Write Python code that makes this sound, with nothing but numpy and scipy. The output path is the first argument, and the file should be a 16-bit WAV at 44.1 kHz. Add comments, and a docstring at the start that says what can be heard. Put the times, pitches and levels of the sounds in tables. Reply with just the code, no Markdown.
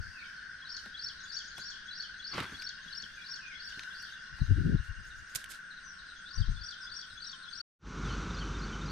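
"""Birdsong and digging in dry scrubland

A warbler repeats a quick phrase of gliding whistles over a drone of noise-blurred tones from far insects,
a cricket of fast falling wing strokes, and farther birds that are partly or mostly echo.
A hand pries a stone out of dry soil and rubs off the grit: filtered noise, grains, snaps and low knocks.
Gusts of low noise thump the microphone. After a short silence comes a second place, heard in mono:
a distant engine's rumble and hum, two bands of insects and fainter birds."""
import sys
import numpy as np
from scipy import signal
from scipy.fft import rfft, irfft
from scipy.io import wavfile

SR = 44100
rng = np.random.default_rng(int(sys.argv[2]) if len(sys.argv) > 2 else 0)


def unload_audio(sound):
    """Save the sound as a 16-bit wav file, at the path given as the first command line argument."""
    columns = np.transpose(np.atleast_2d(sound))
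    # keep every value between -1 and 1, then stretch to whole-number steps
    steps = np.round(np.clip(columns, -1, 1) * 32767)
    wavfile.write(sys.argv[1], SR, steps.astype(np.int16))


N = 392931
TIME = np.arange(N) / SR  # seconds


def amp(db):
    """Turns decibels into a gain."""
    return 10 ** (np.asarray(db) / 20)


def unit(x):
    """Scales a sound to rms 1."""
    return x / np.sqrt(np.mean(x ** 2) + 1e-20)


def curve(rows, axis=1):
    """Draws straight lines through one column of a time table, giving a value at every sample."""
    rows = np.asarray(rows)
    return np.interp(TIME, rows[:, 0], rows[:, axis])


def colour(x, points):
    """Filters a sound by a spectrum of (frequency_hz, level_db) points."""
    point_hz, point_db = np.transpose(points)
    hz = np.fft.rfftfreq(x.shape[-1], 1 / SR)
    gain_db = np.interp(np.log(hz + 1), np.log(point_hz + 1), point_db)
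    return irfft(rfft(x) * amp(gain_db), x.shape[-1])


def band(x, lo_hz, hi_hz):
    """Keeps the sound between two frequencies, with gentle slopes."""
    sos = signal.butter(2, [lo_hz, min(hi_hz, SR / 2 - 1)], "band", fs=SR, output="sos")
    return signal.sosfilt(sos, x)


def pair(likeness):
    """Makes two channels of white noise, from unrelated (0) to identical (1)."""
    a, b = rng.standard_normal((2, N))
    c = np.clip(likeness, 0, 1)
    return np.array([a, c * a + np.sqrt(1 - c * c) * b])


def wander(per_s):
    """Joins random values, per_s of them a second, into a curve of rms 1."""
    knots = rng.standard_normal(4096)
    return unit(np.interp(TIME * per_s, np.arange(len(knots)), knots))


def pan(db):
    """Gives the two channel gains for a left-right difference; above 0 is left."""
    return amp([[db / 2], [-db / 2]])


def add(mix, s, sound):
    """Mixes a sound in at time s."""
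    part = mix[..., max(round(s * SR), 0):][..., :sound.shape[-1]]
    part += sound[..., :part.shape[-1]]


def scatter(x, t60):
    """Echoes off leaves and banks: sparse random taps that fall by 60 dB in t60 seconds."""
    t = TIME[:SR]
    taps = rng.standard_normal((2, SR))
    taps *= (rng.random((2, SR)) < .08) * (t > .004)
    taps *= np.exp(-np.log(1000) * t / t60)
    taps /= np.linalg.norm(taps, axis=1, keepdims=True)
    return signal.oaconvolve(x[None], taps, axes=1)[:, :N]


def note(length, start_hz, middle_hz, end_hz, db, crest=1.81):
    """A pure whistle gliding through three pitches; it swells, then stops more quickly."""
    u = np.linspace(0, 1, max(int(length * SR), 16))
    glide = np.polyfit([0, .5, 1], [start_hz, middle_hz, end_hz], 2)
    hz = np.polyval(glide, u)
    # no two notes are quite alike
    hz *= 1 + 0.008 * np.interp(u, np.linspace(0, 1, 5), rng.standard_normal(5))
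    loudness = abs(np.sin(np.pi * u ** crest)) ** 0.64
    return amp(db) * np.sqrt(2) * loudness * np.sin(2 * np.pi * np.cumsum(hz) / SR)


def sing(rows):
    """A track of single notes, each at its own time."""
    out = np.zeros(N)
    for s, *shape in rows:
        add(out, s, note(*shape))
    return out


def repeats(runs, every_s):
    """Evenly spaced (time_s, level_db) calls from the first to the last of each run."""
    calls = []
    for first, last, db in runs:
        count = round((last - first) / every_s) + 1
        calls += [(s, db) for s in np.linspace(first, last, count)]
    return calls


def phrases(calls, notes):
    """The same few notes sung around the time of each (time_s, level_db) call."""
    return sing([(s + offset, *shape, db + note_db)
                 for s, db in calls for offset, *shape, note_db in notes])


def slurs(rows, fall):
    """Notes that slide from a share above their pitch to the same share below it."""
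    return sing([(s, length, hz * (1 + fall), hz, hz * (1 - fall), db) for s, length, hz, db in rows])


def swell(s, length, attack_s, release_s):
    """A level that rises to 1 at time s, holds, and dies away."""
    before = np.maximum((s - TIME) / attack_s, 0)
    after = np.maximum((TIME - s - length) / release_s, 0)
    return np.exp(-np.minimum(before + after, 20))


def swells(rows, attack_s, release_s):
    """The joint level of (start_s, length_s, level_db) events; their powers add up."""
    powers = [(amp(db) * swell(s, length, attack_s, release_s)) ** 2 for s, length, db in rows]
    return np.sqrt(sum(powers))


def grains(per_s, spread_db):
    """Random clicks, a few of them larger than the rest if there is a spread."""
    clicks = rng.random(N) < per_s / SR
    sizes = amp(spread_db * np.minimum(rng.exponential(1, N), 3))
    return clicks * sizes * rng.choice([-1, 1], N)


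def warbler(bounce_s=0.0033, bounce_db=-12):
    """One phrase again and again; as the bird turns, its direct sound and echo trade places."""
    # notes of the phrase: from_top_note_s, length_s, start_hz, middle_hz, end_hz, relative_level_db
    # (lengths, times and pitches before the song's drift)
    song_notes = [(-.108, .022, 3397, 3403, 3490, -9.5), (-.077, 0.013, 4430, 4164, 3910, -12.5),
                  (-.06, .018, 4744, 4593, 4210, -6.5), (-.036, 0.012, 5450, 5200, 4390, -9),
                  (-.025, .008, 5990, 5060, 4540, -5.5), (-.017, .025, 5880, 5656, 5320, -6),
                  (0.012, .015, 4460, 4480, 4710, -1.5), (0.037, 0.006, 8150, 6380, 5240, -15.5),
                  (0.038, .007, 6330, 5030, 3860, -5.5), (.048, .012, 3800, 3453, 3180, -10),
                  (0.057, 0.02, 3287, 3132, 3020, -14)]
    # phrases: top_note_s, relative_level_db, left_right_db, echo_db, high_note_emphasis_db_per_octave
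    song_calls = [(.726, -32.5, 5, -4.5, 10), (1.046, -29, 2.5, -7.5, 9), (1.351, -34, 13, -2.5, 12),
                  (1.666, -36, 9.5, 1, 5), (1.984, -34, 6, -4, -2), (2.301, -33, 5, -6, 3),
                  (2.65, -32, 7.5, -7.5, 12.5), (2.982, -32.5, 8.5, -8.5, 5), (3.319, -34.5, 6, -5, 9),
                  (3.654, -43.5, 18.5, 4.5, 1), (4.005, -43, 4, 2.5, -0.5), (6.364, -36, 9, -8.5, -6.5),
                  (6.669, -34, 7.5, -7, -1), (6.973, -34.5, 10, -5, 1), (7.277, -32.5, 9, -7.5, 2),
                  (7.585, -34.5, 15, -8.5, 5.5)]
    # drift of the song: time_s, pitch_factor, time_stretch_factor
    song_drift = [(.7, 0.97, 1.03), (1.4, 1.002, 0.95), (2.3, 0.99, 1.034), (3, 0.98, 1.03), (4, 1, 1.03),
                  (6.4, 1.026, 1.02), (7.6, 1, 1.02)]
    direct, thrown = np.zeros((2, N)), np.zeros((2, N))
    when, pitches, stretches = np.transpose(song_drift)
    for k, (s, db, side_db, echo_db, bright_db) in enumerate(song_calls):
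        pitch = np.interp(s, when, pitches)
        stretch = np.interp(s, when, stretches)
        for offset, length, start_hz, middle_hz, end_hz, note_db in song_notes:
            emphasis_db = bright_db * np.log2(middle_hz / 5000)
            level_db = db + note_db + emphasis_db + 2.6 * rng.standard_normal()
            sound = note(length * stretch, start_hz * pitch, middle_hz * pitch, end_hz * pitch, level_db)
            note_s = s + offset * stretch
            add(direct, note_s, pan(side_db) * sound)
            add(thrown[k % 2], note_s, amp(echo_db) * sound)  # every other phrase lights up other bushes
    direct[1] = np.roll(direct[1], 1)  # one sample later on the right
    direct += amp(bounce_db) * np.roll(direct, round(bounce_s * SR), axis=1)  # off the ground
    bushes = sum(scatter(x, t60=0.3) for x in thrown)
    banks = scatter(thrown.sum(0), t60=.6)
    echo = amp(-1.5) * bushes + amp(-8.5) * banks
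    return amp(-4.5) * direct + pan(1.4) * echo


def crumbling():
    """Soil gives way in slides: random grains over a little hiss, both coloured like earth."""
    # slides: start_s, length_s, relative_level_db
    slides = [(2.333, 0.037, -52), (2.378, 0.042, -51.5), (2.52, .012, -61)]
    # spectrum of loose soil: frequency_hz, relative_level_db
    soil_spectrum = [(35, -20), (60, -4), (364, -2), (539, -16.5), (895, -6.5), (1360, 3.5), (1750, -20.5),
                     (1960, -2), (4620, -14), (6530, -28), (15000, -47.5)]
    level = swells(slides, attack_s=0.0085, release_s=0.052)
    earth = grains(1400, spread_db=7) + 0.44 * pair(0.18)
    return unit(colour(earth, soil_spectrum)) * amp(9.5) * level


def rubbing():
    """Fingers stroke gritty stone: finer grains and hiss that swell with every stroke."""
    # strokes: start_s, length_s, level_db (before the left-right balance)
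    strokes = [(0, 0.34, -72.5), (.77, 0.11, -69), (1.02, .05, -78), (1.11, 0.028, -71), (1.25, 0.13, -72),
               (1.58, 0.01, -56.5), (2.36, 0.075, -56), (2.45, .16, -62.5), (2.85, 0.52, -70.5),
               (3.66, 0.47, -66.5), (4.37, 0.31, -70), (4.84, .03, -66), (5.055, 0.03, -65),
               (5.165, .035, -68), (5.295, 0.018, -64), (5.355, 0.053, -53.5), (5.508, 0.041, -54.5),
               (6.37, .03, -82), (7.06, .1, -75)]
    # spectrum of grit: frequency_hz, relative_level_db
    grit_spectrum = [(1500, -9), (4000, 2.5), (7000, -5), (10000, -7.5), (13000, -15), (15500, -27)]
    level = swells(strokes, attack_s=0.012, release_s=0.027)
    level += amp(-88)  # faint grit all the time
    grit = grains(970, spread_db=3) + 0.28 * pair(0.1)
    return pan(-6.0) * unit(colour(grit, grit_spectrum)) * level


def snapping():
    """Grit and pebbles snap: three bursts of band noise, each dying at its own speed."""
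    # snaps: start_s, crack_relative_db, body_relative_db, fizz_relative_db, left_right_db
    snaps = [(.859, -28.5, -44.5, -72, 0), (1.5805, -30, -39, -49.5, 3), (2.3798, -30, -22.5, -59, -2),
             (2.391, -31, -29, -59, 2), (2.4025, -19, -36, -55, -12), (2.4234, -30, -36, -63, 2),
             (2.622, -22, -60, -48, 2), (3.7234, -30, -56, -66, 6), (3.7938, -19.5, -65, -69, 2),
             (3.8343, -26, -54, -75, .5), (4.3853, -40.5, -43, -69, -1), (5.442, -28, -70, -44, -8),
             (5.4596, -32, -70, -60, 10), (5.5184, -31, -71, -45, 5)]
    out, t = np.zeros((2, N)), TIME[:2048]
    for s, db, body_db, fizz_db, side_db in snaps:
        a, b, c = rng.standard_normal((3, len(t)))
        crack = amp(db - 13.5) * unit(band(a, 1400, 3850)) * np.exp(-t / 0.0024)
        body = amp(body_db - 8) * unit(band(b, 180, 2200)) * np.exp(-t / 0.0087)
        fizz = amp(fizz_db - 3.0) * unit(band(c, 5100, 11000)) * np.exp(-t / 0.0037)
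        add(out, s, pan(side_db) * (crack + body + fizz))
    return out


def scraping():
    """A thumb drags a crust off the stone: a short, dense swell of breaking grains."""
    # scrapes: middle_s, relative_level_db, width_s
    scrapes = [(2.403, -42, 0.0012), (4.026, -52, 0.0053), (5.351, -29, 0.0014), (5.359, -24, 0.0037),
               (5.365, -37.5, 0.01), (5.513, -43, 0.015)]
    # spectrum of breaking crust: frequency_hz, relative_level_db
    crust_spectrum = [(150, -2.5), (400, -11), (900, -13.5), (2500, 0.5), (4500, 0.5), (7500, 3.5),
                      (11000, 0), (13500, -2), (15500, -23.5)]
    level = sum(amp(db) * np.exp(-((TIME - s) / width) ** 2) for s, db, width in scrapes)
    crust = grains(5900, spread_db=0.0) + .5 * pair(0.2)
    return pan(-6) * level * amp(-5.5) * unit(colour(crust, crust_spectrum))


def knocks():
    """Hand and clods knock on dry earth, which does not ring: a low push that is gone at once."""
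    # knocks: start_s, level_db (as each begins to die away)
    thuds = [(0.864, -54), (1.584, -52), (2.344, -41), (2.382, -40), (2.405, -38), (2.522, -46.5),
             (2.86, -56), (3.029, -56), (3.769, -51)]
    out, t = np.zeros(N), TIME[:4096]
    for s, db in thuds:
        push = unit(band(rng.standard_normal(len(t)), 45, 230))
        add(out, s, amp(db) * push * np.exp(-t / 0.022))
    return out


def wind():
    """Gusts on the microphone, mostly left: deep noise with a slower wake, a higher flutter and eddies."""
    # gusts: start_s, length_s, deep_bass_relative_db, flutter_relative_db
    gusts = [(0, 0.014, -36.5, -62), (.06, 0.035, -45.5, -76), (4.33, 0.0073, -45, -78),
             (4.419, 0.013, -27, -51), (4.51, .015, -18.5, -39), (4.573, 0.05, -25.5, -41.5),
             (4.65, 0.11, -28.5, -35.5), (4.789, 0.014, -32.5, -72), (4.901, .015, -39, -85),
             (4.987, 0.016, -43.5, -78), (5.056, 0.17, -56, -87), (6.391, 0.034, -26, -59.5),
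             (6.487, 0.029, -30.5, -65), (6.546, .015, -35, -74), (6.609, 0.024, -50.5, -81)]
    # spectrum of the deep bass: frequency_hz, relative_level_db
    bass_spectrum = [(15, -13.5), (30, 7.5), (85, 2.5), (160, -10.5), (250, -28), (500, -68), (1000, -87)]
    # spectrum of the flutter: frequency_hz, relative_level_db
    flutter_spectrum = [(60, -23.5), (170, -1.5), (260, 6), (400, -9), (600, -29.5), (1200, -65.5)]
    # single eddies striking the microphone: middle_s, relative_level_db, pitch_hz, width_s
    eddies = [(4.419, -9, 90, .0037), (4.524, -11.5, 93.5, 0.023), (4.662, -16, 150, 0.01),
              (4.697, -14, 186, .0035), (4.749, -9.5, 140, 0.0046), (6.492, -21, 99, 0.0036)]
    attack_s = 0.011
    pushes = [(s, length, db) for s, length, db, _ in gusts]
    flutters = [(s, length, db) for s, length, _, db in gusts]
    wake = amp(-22.5) * swells(pushes, attack_s, release_s=0.099)  # weaker turbulence that dies slowly
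    deep_level = swells(pushes, attack_s, release_s=.013) + wake
    high_level = swells(flutters, attack_s, release_s=0.0042)
    deep = deep_level * amp(-1.5) * unit(colour(pair(0.43), bass_spectrum))
    t = TIME[:4096] - TIME[2048]
    for s, db, hz, width in eddies:
        thump = np.exp(-(t / width) ** 2) * np.sin(2 * np.pi * hz * t)
        add(deep, s + t[0], amp(db - 7) * thump)
    high = high_level * amp(1.5) * unit(colour(pair(0.25), flutter_spectrum))
    return pan(11.3) * deep * amp(-1.5) + pan(2) * high


def drone():
    """Many far insects blur into fuzzy tones that swell independently and drift together in pitch."""
    # tones of the chorus: pitch_hz (before the drift), width_hz, relative_level_db
    tones = [(1396, 98, -10), (1512, 146, 3), (1626, 278, -3), (1696, 365, -5), (1937, 440, -15.5)]
    # the whole chorus: time_s, level_db (before the left-right balance), pitch_factor
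    course = [(0, -47, 1.01), (1.2, -49.5, 1.008), (2.7, -48.5, 1.014), (4.4, -48, 1.004),
              (5.6, -49.5, .995), (7.6, -51, 0.97)]
    drift, out = np.cumsum(curve(course, axis=2)) / SR, np.zeros((2, N))
    for hz, width_hz, db in tones:
        low_pass = signal.butter(2, width_hz / 2, fs=SR, output="sos")
        blur = signal.sosfilt(low_pass, pair(0.82) + 1j * pair(0.57))
        tone = unit((blur * np.exp(2j * np.pi * hz * drift)).real)  # noise moved up to the tone's pitch
        out += amp(db + 1.12 * wander(8.3)) * tone
    return pan(2.3) * amp(curve(course)) * unit(out)


def cricket(strokes_per_s=120, top_hz=8780, fall_hz=850, duty=.62):
    """Each chirp is a run of slightly uneven wing strokes, each falling in pitch."""
    # loudness: time_s, level_db (before echo and left-right balance), echo_db
    loudness = [(0, -89, 6), (4, -88.5, 7), (5, -83, 5), (6, -77.5, -3.5), (7.6, -74, 1)]
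    # the cricket speeds up a little: time_s, chirps_per_s
    chirp_rate = [(0, 6.7), (4, 6.8), (5, 7), (7.6, 7.02)]
    rate = curve(chirp_rate)
    beats = np.cumsum(rate) / SR
    beat = (beats - np.interp(7.204, TIME, beats)) % 1  # one chirp begins at 7.204 s
    stroke = (beat / rate * strokes_per_s + .08 * wander(30)) % 1
    hz = top_hz - fall_hz * stroke + 50 * wander(100)
    strength = np.sin(np.pi * stroke) ** 2 * (beat < duty)
    wings = strength * np.sin(2 * np.pi * np.cumsum(hz) / SR)
    sound = amp(curve(loudness)) * unit(wings)
    echo = scatter(sound * amp(curve(loudness, axis=2)), t60=0.2)
    return pan(-6.5) * (sound + echo)


def long_whistle():
    """One drawn-out note that sags and levels off."""
    # path of the note: time_s, pitch_hz, relative_level_db
    path = [(5.83, 6000, -68), (5.855, 6140, -56.5), (5.89, 5760, -55), (5.93, 5400, -65),
            (5.99, 5520, -66)]
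    sounding = (TIME > path[0][0]) & (TIME < path[-1][0])
    tone = np.sin(2 * np.pi * np.cumsum(curve(path)) / SR)
    return sounding * amp(curve(path, axis=2)) * np.sqrt(2) * tone


def other_birds():
    """Neighbours answer from the bushes; the farther they are, the more echo."""
    # falling slurs of nearer birds: start_s, length_s, pitch_hz, relative_level_db
    near_slurs = [(3.815, 0.022, 4020, -53), (4.12, .023, 3800, -51.5), (4.395, 0.024, 4270, -52),
                  (4.765, .02, 4000, -57), (5.1, 0.019, 3830, -56), (5.7, 0.024, 4100, -52),
                  (5.766, 0.015, 4070, -53), (5.98, 0.02, 4070, -53), (6.085, 0.027, 3960, -56),
                  (6.255, 0.044, 3900, -54), (6.8, 0.05, 5220, -47.5), (7.09, 0.027, 4140, -53),
                  (7.21, .055, 4170, -49.5), (7.42, .03, 4170, -52), (7.52, 0.028, 4430, -53)]
    # a second bird's two notes: from_call_time_s, length_s, start_hz, middle_hz, end_hz, relative_level_db
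    two_notes = [(-.003, 0.028, 6840, 5850, 4280, -0.00025), (0.028, 0.022, 6200, 6500, 7080, -1)]
    # quick runs of that call: first_call_s, last_call_s, relative_level_db
    two_note_runs = [(1.198, 1.56, -53), (4.797, 4.913, -68.5), (5.029, 5.262, -61.5)]
    # a thin rising note: length_s, start_hz, middle_hz, end_hz
    thin_note = (.04, 5950, 6250, 6500)
    # even runs of the thin note: first_note_s, last_note_s, relative_level_db
    thin_runs = [(1.84, 4.42, -62.5), (6.155, 7.485, -62)]
    # falling whistles from deep in the bushes: start_s, length_s, pitch_hz, relative_level_db
    deep_whistles = [(.12, 0.08, 2610, -58.5), (.185, 0.044, 2350, -56.5), (3.16, .035, 2436, -57),
                     (3.39, .08, 2520, -55.5), (3.495, 0.037, 2200, -54.5)]
    near = slurs(near_slurs, fall=.12) + long_whistle()
    near += phrases(repeats(two_note_runs, every_s=.12), two_notes)
    near += sing([(s, *thin_note, db) for s, db in repeats(thin_runs, every_s=.325)])
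    near = .75 * near + .7 * scatter(near, t60=.3)
    far = slurs(deep_whistles, fall=.07)
    far = .25 * far + .85 * scatter(far, t60=.38)
    return pan(5.6) * amp(1.0) * near + pan(1.1) * amp(9.5) * far


def strays(per_s=18, low_hz=3306, high_hz=5080, spread_db=10):
    """Faint slurs at random times, mostly echo, of any pitch within the birds' range."""
    # loudness of the slurs: time_s, relative_level_db
    stray_level = [(.5, -68), (1.2, -55), (4, -59), (4.8, -66), (5.6, -63), (6.3, -54.5), (7.6, -54.5)]
    calls = []
    for k, (when, length, pitch, loud) in enumerate(rng.random(size=(160, 4))):
        hz = low_hz + (high_hz - low_hz) * pitch
        calls.append(((k + when) / per_s, .025 * (.5 + length), hz, spread_db * (loud - .5)))
    sound = slurs(calls, fall=.08) * amp(curve(stray_level))
    return pan(4) * (.45 * sound + scatter(sound, t60=.35))


def hooting(gap=0.0997, second_db=-6, hoot_hz=1077, bend_hz=22):
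    """A far bird's double hoot, mostly echo; each hoot bends up and back in pitch."""
    # bouts of double hoots: first_s, last_s, relative_level_db
    bouts = [(.085, 1.567, -63.5), (2.735, 4.72, -61.5), (5.305, 7.275, -61)]
    shape = (.075, hoot_hz - bend_hz, hoot_hz + bend_hz / 2, hoot_hz - bend_hz)
    hoots = sing([(s + k * gap, *shape, db + k * second_db)
                  for s, db in repeats(bouts, every_s=.5) for k in (0, 1)])
    distant = .5 * hoots + scatter(hoots, t60=.75)
    return pan(4.4) * amp(2.0) * distant


def twitter():
    """Five hundred random short notes, blurred by long echoes into the twitter of many far birds."""
    # loudness: time_s, relative_level_db
    twitter_level = [(0, -55), (.45, -61.5), (.7, -62.5), (4.3, -60.5), (5, -74), (5.6, -80), (6, -65.5),
                     (7.6, -58.5)]
    rows = []
    for when, length, pitch, fall in rng.random((500, 4)):
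        hz = 3200 + 2600 * pitch ** 1.3
        start_hz, end_hz = hz * (1.3 + .1 * fall), hz * (.98 - 0.091 * fall)
        rows.append((when * N / SR, 0.01132 + 0.02 * length, start_hz, hz, end_hz, 0))
    chirps = sing(rows)
    blurred = unit(.4 * chirps + scatter(chirps, t60=1.))
    return pan(4.9) * amp(curve(twitter_level) + 2.5) * blurred


def far_trill():
    """A far trill low in the bushes: a narrow band of noise throbbing about 12 times a second."""
    # loudness: time_s, relative_level_db
    trill_level = [(0, -78), (3.5, -64.5), (5, -65.5), (5.5, -70.5), (7.6, -76)]
    throb = np.sin(np.pi * 12.3 * TIME + .5 * wander(3)) ** 2
    return amp(curve(trill_level)) * unit(band(pair(0.38), 2756, 2880) * (0.53 + throb))


def open_air():
    """A steady low wash of coloured noise, and a faint breeze of low noise that comes and goes."""
    # spectrum of the open air: frequency_hz, relative_level_db
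    air_spectrum = [(20, 11.5), (60, -14), (170, 6.5), (320, -6), (700, -12.5), (1100, -23), (2400, -6),
                    (3300, -4.5), (4500, -9), (6000, -4), (7200, -23.5), (9000, -16), (11000, -61.5),
                    (15000, -61.5)]
    wash = amp(-60.5) * unit(colour(pair(0.3), air_spectrum))
    lull = amp(3 * wander(7))
    breeze = amp(-69) * lull * unit(band(pair(1.0), 33, 80))
    return wash + breeze


def shore_birds():
    """Two small birds of the second place, with their echo."""
    # first bird's notes: from_phrase_time_s, length_s, start_hz, middle_hz, end_hz, relative_level_db
    small_phrase = [(-.009, 0.017, 3730, 3664, 3590, 0.41), (.034, 0.018, 5060, 4870, 4750, -1.5),
                    (.058, .018, 4330, 4230, 4170, -1.5), (.073, 0.028, 4940, 4480, 4460, 0.82)]
    # its phrases, the first note just ahead of each time: phrase_time_s, relative_level_db
    small_song = [(8.044, -53.5), (8.305, -49.5), (8.552, -51), (8.818, -50.5)]
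    # neighbour's pip and lower slur: from_slur_s, length_s, start_hz, middle_hz, end_hz, relative_level_db
    pip_notes = [(-.036, 0.0214, 3760, 3550, 3460, -3), (0, 0.04, 3240, 3130, 2880, 0)]
    # its calls: slur_start_s, relative_level_db
    pip_calls = [(8.078, -50), (8.397, -48.5), (8.715, -51.5)]
    chirps = phrases(small_song, small_phrase) + phrases(pip_calls, pip_notes)
    return amp(0.5) * chirps + amp(-4.0) * scatter(chirps, t60=0.51)[0]


def shore():
    """The second place, in mono: engine rumble and unsteady hum, two bands of insects, two small birds."""
    # spectrum of the rumble: frequency_hz, relative_level_db
    rumble_spectrum = [(12, -35), (20, -24), (43, -0.5), (108, -9), (151, -3.5), (445, -17), (656, -29.5),
                       (1390, -13.5), (1780, -26), (3090, -29.5), (3860, -29), (4310, -31.5), (5240, -35),
                       (5850, -28), (15000, -83)]
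    # loudness of all but the birds: time_s, relative_level_db
    place_level = [(7.8, -69.5), (7.872, -46.5), (8.08, -38.5), (8.26, -40), (8.9, -41.5)]
    # humming tones of the engine, each wavering in level: pitch_hz, relative_level_db
    engine_tones = [(48.4, -1.5), (96.8, -16.5), (145.3, -17), (193.6, -32)]
    rumble = amp(1) * unit(colour(rng.standard_normal(N), rumble_spectrum))
    hum = np.zeros(N)
    for hz, db in engine_tones:
        tone = np.sin(2 * np.pi * hz * TIME + 0.18 * wander(5))
        hum += amp(db + wander(5.2)) * np.sqrt(2) * tone
    insects = amp(-13.0) * unit(band(rng.standard_normal(N), 1385, 1540))
    insects += amp(-40) * unit(band(rng.standard_normal(N), 5100, 6200))
    return (rumble + hum + insects) * amp(curve(place_level)) + shore_birds()


def scene():
    """The two places, one after the other, with a short silence between."""
    first_ends_s, second_begins_s = 7.615, 7.79
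    first = warbler() + crumbling() + rubbing() + snapping() + scraping() + knocks() + wind()
    first += drone() + cricket() + other_birds() + strays() + hooting()
    first += twitter() + far_trill() + open_air()
    fade_out = np.clip((first_ends_s - TIME) / 0.0019, 0, 1)
    fade_in = np.clip((TIME - second_begins_s) / 0.039, 0, 1)
    return first * fade_out + shore() * fade_in


def record(dry):
    """The recorder's band limit: a steep low-pass takes off the highest treble."""
    edge_hz = 15400
    low_pass = signal.firwin(255, edge_hz, window=("kaiser", 9), fs=SR)
    return signal.oaconvolve(dry, low_pass[None], "same", axes=1)


dry = scene()
out = record(dry)
unload_audio(out)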